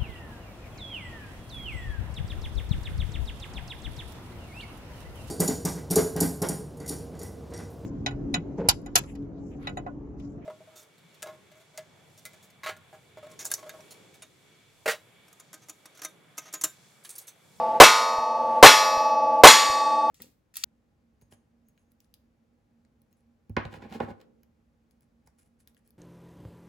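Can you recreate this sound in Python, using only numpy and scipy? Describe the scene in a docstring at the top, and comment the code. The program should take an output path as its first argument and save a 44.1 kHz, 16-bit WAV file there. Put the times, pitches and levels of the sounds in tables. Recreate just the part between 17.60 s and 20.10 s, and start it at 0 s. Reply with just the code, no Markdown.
"""Revolver shots against steel plates

Revolver shots at an outdoor range are heard from beside thick steel plates. Each blast, tapered noise with
a wandering hollow note, booms through the steel trap and overloads the microphone. A moment later the bullet
strikes: splashing noise and many weak modes crash, a dull echo follows and the plate rings as decaying sines.
The gain control ducks after each shot and recovers, so the long low ring swells."""
import sys
import numpy as np
from scipy import signal
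from scipy.fft import rfft, irfft
from scipy.io import wavfile
from scipy.ndimage import uniform_filter1d

SR = 44100
rng = np.random.default_rng(int(sys.argv[2]) if len(sys.argv) > 2 else 0)


def level_to_linear(level):
    """Convert decibel levels to linear amplitude factors, elementwise."""
    exponent = np.asarray(level, float) / 20
    return 10 ** exponent


def transcribe(signal):
    """Save signal, clipped to [-1, 1], as a 16-bit WAV file at the path in sys.argv[1]."""
    frames = np.atleast_2d(signal).T
    limited = np.clip(frames, -1, 1)
    pcm = np.round(limited * 32767).astype(np.int16)
    wavfile.write(sys.argv[1], SR, pcm)


N = 110250  # samples in the scene

# The shots. Each row: time of the blast in seconds, delay from blast to strike in seconds.
SHOT_TIMES = [(.2009, .034), (1.0271, .033), (1.8356, .034)]


def evened(x):
    """Normalises a signal to unit rms, so that a later gain sets its level."""
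    return x / np.sqrt(np.mean(x ** 2) + 1e-20)


def read(points, hz):
    """Interpolates a table of (Hz, value) linearly over logarithmic frequency."""
    table_hz, value = np.transpose(points)
    return np.interp(np.log(hz + 1), np.log(table_hz + 1), value)


def add(mix, start_s, sound):
    """Superposes a sound on the mix from its start time, cut off at the end of the mix."""
    part = mix[round(start_s * SR):][:len(sound)]
    part += sound[:len(part)]


def coloured(x, points):
    """Linear filtering in the frequency domain: multiplies the spectrum by a table of gains in dB."""
    hz = np.fft.rfftfreq(len(x), 1 / SR)
    return irfft(rfft(x) * level_to_linear(read(points, hz)), len(x))


def noise_floor():
    """Stationary background: Gaussian noise shaped by a fixed spectrum."""
    # Spectrum of the floor. Each row: frequency in Hz, relative level in dB.
    spectrum = [(30, -22.5), (120, -13), (250, -7), (600, -2.5), (1200, -13.5), (3000, -22), (6000, -33.5),
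                (9000, -37), (16000, -46.5)]
    floor_db = -42.5  # rms
    return level_to_linear(floor_db) * evened(coloured(rng.standard_normal(N), spectrum))


def wash():
    """Diffuse reverberation: a long dull echo from the range, as exponentially decaying noise."""
    # Spectrum of the echo. Each row: frequency in Hz, relative level in dB.
    spectrum = [(150, -16), (400, 4), (1500, -1.5), (3500, -7), (6000, -27.5), (12000, -51)]
    start_db, t60_s = -23, 1  # start level relative to the strike's gain
    t = np.arange(SR) / SR
    return evened(coloured(rng.standard_normal(SR), spectrum)) * level_to_linear(start_db - 60 * t / t60_s)


def splash(spectrum):
    """Frequency-dependent damping: lead splashes on steel as noise that dies band by band."""
    # Decay of the noise. Each row: frequency in Hz, time to fall by 60 dB in seconds.
    decay = [(300, 0.29), (1500, 0.28), (4000, 0.47), (8000, 0.38), (15000, .15)]
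    frames = {"nperseg": 256, "noverlap": 192}
    hz, t, bands = signal.stft(rng.standard_normal(SR), SR, **frames)
    bands = bands * level_to_linear(read(spectrum, hz)[:, None])
    steady = signal.istft(bands, **frames)[1]
    bands = bands / np.sqrt(np.mean(steady ** 2))
    fade = level_to_linear(-60 * t / read(decay, hz)[:, None])
    noise = signal.istft(bands * fade, **frames)[1][:SR // 2]
    low_cut = signal.butter(N=4, Wn=220, btype="high", fs=SR, output="sos")
    return signal.sosfilt(low_cut, noise)


def dense_modes(spectrum):
    """High modal density: a thicket of short weak modes as damped sines of random pitch and phase."""
    count, total_db = 400, -2.5  # total: summed rms of the modes before they decay
    place, turn, weakness, damping = rng.random((count, 4)).T[:, :, None]
    hz = 400 + 14000 * place ** 1.7  # crowded towards the low end
    t60_s = 0.48 * (0.21 + damping)
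    t = np.arange(SR // 2) / SR
    height = level_to_linear(read(spectrum, hz) + 5 * np.log10(hz) - 8.2 * weakness)
    modes = height * level_to_linear(-60 * t / t60_s) * np.sin(2 * np.pi * (hz * t + turn))
    return level_to_linear(total_db) * modes.sum(0) / np.sqrt((height ** 2).sum() / 2)


def crash():
    """Broadband impact: the splash of lead and the plate's dense weak modes superposed."""
    # Spectrum of the impact. Each row: frequency in Hz, relative level in dB.
    spectrum = [(88, -45), (150, -10), (646, -14), (896, -3.5), (1690, -5), (1900, -5.5), (4860, -12.5),
                (5150, -11.5), (13200, -23), (14800, -29.5)]
    return splash(spectrum) + dense_modes(spectrum)


def ring():
    """Modal vibration: each strike stops the old ring and starts every damped plate mode anew."""
    # Frequencies of the plates' modes in Hz.
    mode_hz = np.array([231.8, 242.2, 310.3, 460.8, 484.3, 497.8, 504.3, 539.0, 541.4, 625.6, 643.2, 655.1,
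                        677.5, 681.3, 694.2, 705.3, 793.8, 855.1, 861.3, 871.2, 873.4, 896.2, 1024.0,
                        1085.0, 1141.8, 1242.4, 1432.1, 1721.5, 1829.5, 1895.8, 2057.1, 2157.0, 2266.5,
                        2584.7, 2634.6, 3328.1, 3354.5, 3378.2, 3660.5, 3722.0, 3829.0, 4121.0, 4127.8,
                        4212.4, 4298.7, 4625.5, 4640.5, 5122.8, 5134.9, 5155.4, 5343.8, 5595.3, 5696.2,
                        5854.8, 6271.4, 6868.9, 6928.1, 7176.8, 7487.8, 8033.6, 8236.1, 8973.6, 9485.4,
                        11672.2, 11760.5, 12449.4, 13423.1, 14041.2])[:, None]
    # The same modes. Each row: time to fall by 60 dB in seconds, then the initial rms level in dB
    # after the earlier strike and after each of the three strikes.
    modes = np.array([(5.9, -47, -42.5, -41, -40.5), (4.14, -44.5, -41, -37, -39.5),
                      (7.1, -60, -46.5, -37.5, -34.5), (1.2, -25, -18, -19, -22),
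                      (8.0, -50, -42, -33, -44.5), (8.0, -37.5, -35, -51.5, -44),
                      (2.7, -28.5, -29.5, -26.5, -27), (2.1, -40.5, -22.5, -14.5, -19),
                      (12, -39.5, -35, -37.5, -60), (2.84, -34, -21, -15, -24),
                      (7.15, -55.5, -37, -41, -36.5), (5.8, -26.5, -34.5, -25, -24.5),
                      (1.8, -21, -18.5, -17.5, -34), (2.29, -43.5, -40.5, -36.5, -33.5),
                      (2.4, -25, -24.5, -24.5, -46.5), (4.25, -37.5, -31.5, -50.5, -34),
                      (1.8, -27, -18.5, -16.5, -17), (4, -18.5, -24, -9.5, -13), (7.23, -36, -38, -56, -65),
                      (1.11, -19.5, -10.5, -1, -3.5), (24, -28.5, -22.5, -21.5, -19.5),
                      (1.64, -10.5, -7.5, -14.5, -16), (0.89, -7, -4, -7, -11.5),
                      (1.1, -48, -26, -25.5, -15), (1.77, -14, -8, -3.5, -1.5),
                      (0.86, -6.5, -0.5, -1.5, -10), (0.46, 2, -1.5, -3, -28.5),
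                      (0.63, -20, -14.5, -6.5, -8.5), (0.83, -25, -16.5, -13.5, -9),
                      (0.65, -17.5, -12.5, -12, -10), (0.51, -22.5, -7.5, -5, -2.5),
                      (0.29, -14, -4, -9.5, 1), (0.53, -20, -4, -4, -4),
                      (1.024, -30.5, -20.5, -11.5, -13.5), (0.22, -21, 3, 2.5, -12),
                      (0.56, -26, -21, -10.5, -7), (0.32, -8, -2.5, 5, 6.5), (0.18, -22, -9.5, -7.5, -7),
                      (0.99, -26.5, -27, -21.5, -11.5), (0.6, -17, -6.5, -12.5, -6),
                      (0.58, -32.5, -13.5, -13.5, -17), (0.39, -9.5, -5.5, 1, 0),
                      (0.65, -19, -27.5, -7, -12.5), (0.6, -46.5, -9.5, -38.5, -4.5),
                      (0.84, -29, -15, -15.5, -10.5), (0.77, -17.5, -13, -13, -6.5),
                      (0.76, -24, -21.5, -8.5, -10.5), (0.79, -26, -32, -27.5, -14),
                      (0.45, -27.5, -22.5, -15.5, -15.5), (0.77, -18.5, -15.5, -8, -10.5),
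                      (0.55, -15.5, -10.5, -4.5, -15), (0.58, -33, -13, -28, -13.5),
                      (0.74, -20, -12.5, -5, -9), (0.32, -17, -4, -10, 0), (0.97, -40, -26.5, -23.5, -21.5),
                      (0.49, -28, -17, -8.5, 2), (0.53, -18, -11.5, -13, -5.5),
                      (0.65, -22, -19.5, -16, -17.5), (0.73, -36.5, -28.5, -25.5, -18.5),
                      (0.56, -20, -31.5, -18.5, -15), (0.73, -51, -27.5, -38, -13.5),
                      (0.42, -57, -54.5, -24, -6.5), (0.53, -42.5, -20.5, -33, -12.5),
                      (0.7, -40, -26, -20, -22.5), (0.49, -33, -27.5, -33.5, -14.5),
                      (0.55, -39, -34, -19, -21), (0.31, -22, -28, -18, -12.5),
                      (0.3, -34, -17.5, -17.5, -14)])
    # Modes that swing the opposite way at the struck spot, in Hz.
    inverted_hz = [541.4, 855.1]
    earlier_strike_s = -0.58  # before the scene begins
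    t60_s = modes[:, [0]]
    sign = np.where(np.isin(mode_hz, inverted_hz), -1, 1)
    t, out = np.arange(N) / SR, np.zeros(N)
    strikes = [earlier_strike_s] + [blast_s + delay for blast_s, delay in SHOT_TIMES] + [N / SR]
    for k, (start, end) in enumerate(zip(strikes, strikes[1:])):
        now = (t >= start) & (t < end)
        since = t[now] - start
        envelope = sign * level_to_linear(modes[:, [1 + k]] - 60 * since / t60_s)
        swing = envelope * np.sin(2 * np.pi * mode_hz * since)
        out[now] = np.sqrt(2) * swing.sum(0)  # rms to peak
    return out


def blast():
    """Impulsive source with early echoes: held, then decaying noise and a note of wandering frequency."""
    # Spectrum of the boom. Each row: frequency in Hz, relative level in dB.
    spectrum = [(60, -25.5), (200, -16.5), (350, -7), (520, -0.5), (900, -1.5), (1400, -4), (3000, -15),
                (8000, -22.5), (16000, -29)]
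    # The hollow note wanders as echoes arrive. Each row: time after the blast in seconds, frequency in Hz.
    note_path = [(0, 1200), (.0015, 460), (.006, 540), (.0095, 1150), (.011, 880), (.014, 1250),
                 (.017, 950), (.020, 620), (.023, 850), (.025, 750), (.030, 950), (.045, 900)]
    hold_s, boom_t60_s = 0.021, 0.1
    note_db, note_t60_s = 2, 0.025  # peak level relative to the boom's rms
    t = np.arange(SR // 2) / SR
    late = np.maximum(t - hold_s, 0)
    boom = evened(coloured(rng.standard_normal(len(t)), spectrum))
    note_hz = np.interp(t, *np.transpose(note_path))
    note = np.sin(2 * np.pi * np.cumsum(note_hz) / SR)
    return boom * level_to_linear(-60 * late / boom_t60_s) + note * level_to_linear(note_db - 60 * late / note_t60_s)


def stereo(mid):
    """Decorrelation: a short decaying noise filter turns the mid signal into a weaker side signal."""
    # Stereo width. 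Each row: frequency in Hz, gain from mid to side in dB.
    width = [(60, -29), (150, -19.5), (400, -22.5), (800, -33), (1500, -21.5), (3000, -21.5), (8000, -17.5),
             (14000, -13.5)]
    taps = rng.standard_normal(400) * np.exp(-np.arange(400) / 80)
    spread = signal.oaconvolve(mid, taps / np.linalg.norm(taps))[:N]
    side = coloured(spread, width)
    return np.array([mid + side, mid - side])


def scene():
    """Superposition of the sources: floor, ring, and for each shot one blast, crash and echo."""
    # Gains of the shots. Each row: gain of the blast in dB, gain of the crash and its echo in dB.
    shot_gains = [(16, 6.5), (18, 10), (18, 12)]
    mid = ring() + noise_floor()
    boom = blast()  # alike for every shot from the same stand
    for (blast_s, delay), (blast_db, crash_db) in zip(SHOT_TIMES, shot_gains):
        add(mid, blast_s, level_to_linear(blast_db) * boom)
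        add(mid, blast_s + delay, level_to_linear(crash_db) * crash())
        add(mid, blast_s + delay, level_to_linear(crash_db) * wash())
    return stereo(mid)


def gain_control(x):
    """Dynamic range limiting: power over a knee ducks the gain, which recovers at a steady rate."""
    knee_db, detect_s, attack_s = -20, 0.045, 0.028
    still_ducked_db, recover_db_per_s = 0.5, 28  # ducking left over at the start
    power = np.minimum((x ** 2).mean(0), 1)
    power_db = 10 * np.log10(abs(uniform_filter1d(power, round(detect_s * SR))) + 1e-12)
    fall = np.arange(N) * recover_db_per_s / SR
    held_db = np.maximum.accumulate(power_db + fall) - knee_db
    over_db = np.maximum(np.maximum(held_db, still_ducked_db) - fall, 0)
    r = np.exp(-1 / (attack_s * SR))
    duck_db = signal.lfilter([1 - r], [1, -r], over_db, zi=[r * over_db[0]])[0]
    return x / level_to_linear(duck_db)


def gain_clicks():
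    """Low-frequency transients: faint low clicks of the gain control, as Gaussian bumps at set times."""
    # The clicks. Each row: centre in seconds, peak level in dB.
    clicks = [(.586, -39), (1.376, -38), (2.102, -35.5)]
    width_s = 0.0021  # from the centre to 1/e of the peak
    t = np.arange(N) / SR
    return sum(level_to_linear(db) * np.exp(-((t - s) / width_s) ** 2) for s, db in clicks)


def overload(x):
    """Saturation: a memoryless curve, nearly straight up to its ceiling, flattens the peaks."""
    ceiling, hardness = 0.97, 21  # a higher exponent bends more sharply
    x = x / ceiling
    return ceiling * x / (1 + abs(x) ** hardness) ** (1 / hardness)


def roll_off(x):
    """The treble ends steeply here."""
    return signal.sosfilt(signal.butter(12, 14980, fs=SR, output="sos"), x)


def record(dry):
    """Recording chain: gain control, low cut, faint low clicks, overload and band limit in series."""
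    x = gain_control(dry)
    low_cut = signal.butter(N=2, Wn=70, btype="high", fs=SR, output="sos")
    x = signal.sosfilt(low_cut, x)
    x = overload(x + gain_clicks())
    band_limit = signal.firwin(511, 15000, window=("kaiser", 7), fs=SR)
    x = signal.oaconvolve(x, band_limit[None], "same")
    return roll_off(np.clip(x, -1, 1))


dry = scene()
out = record(dry)
transcribe(out)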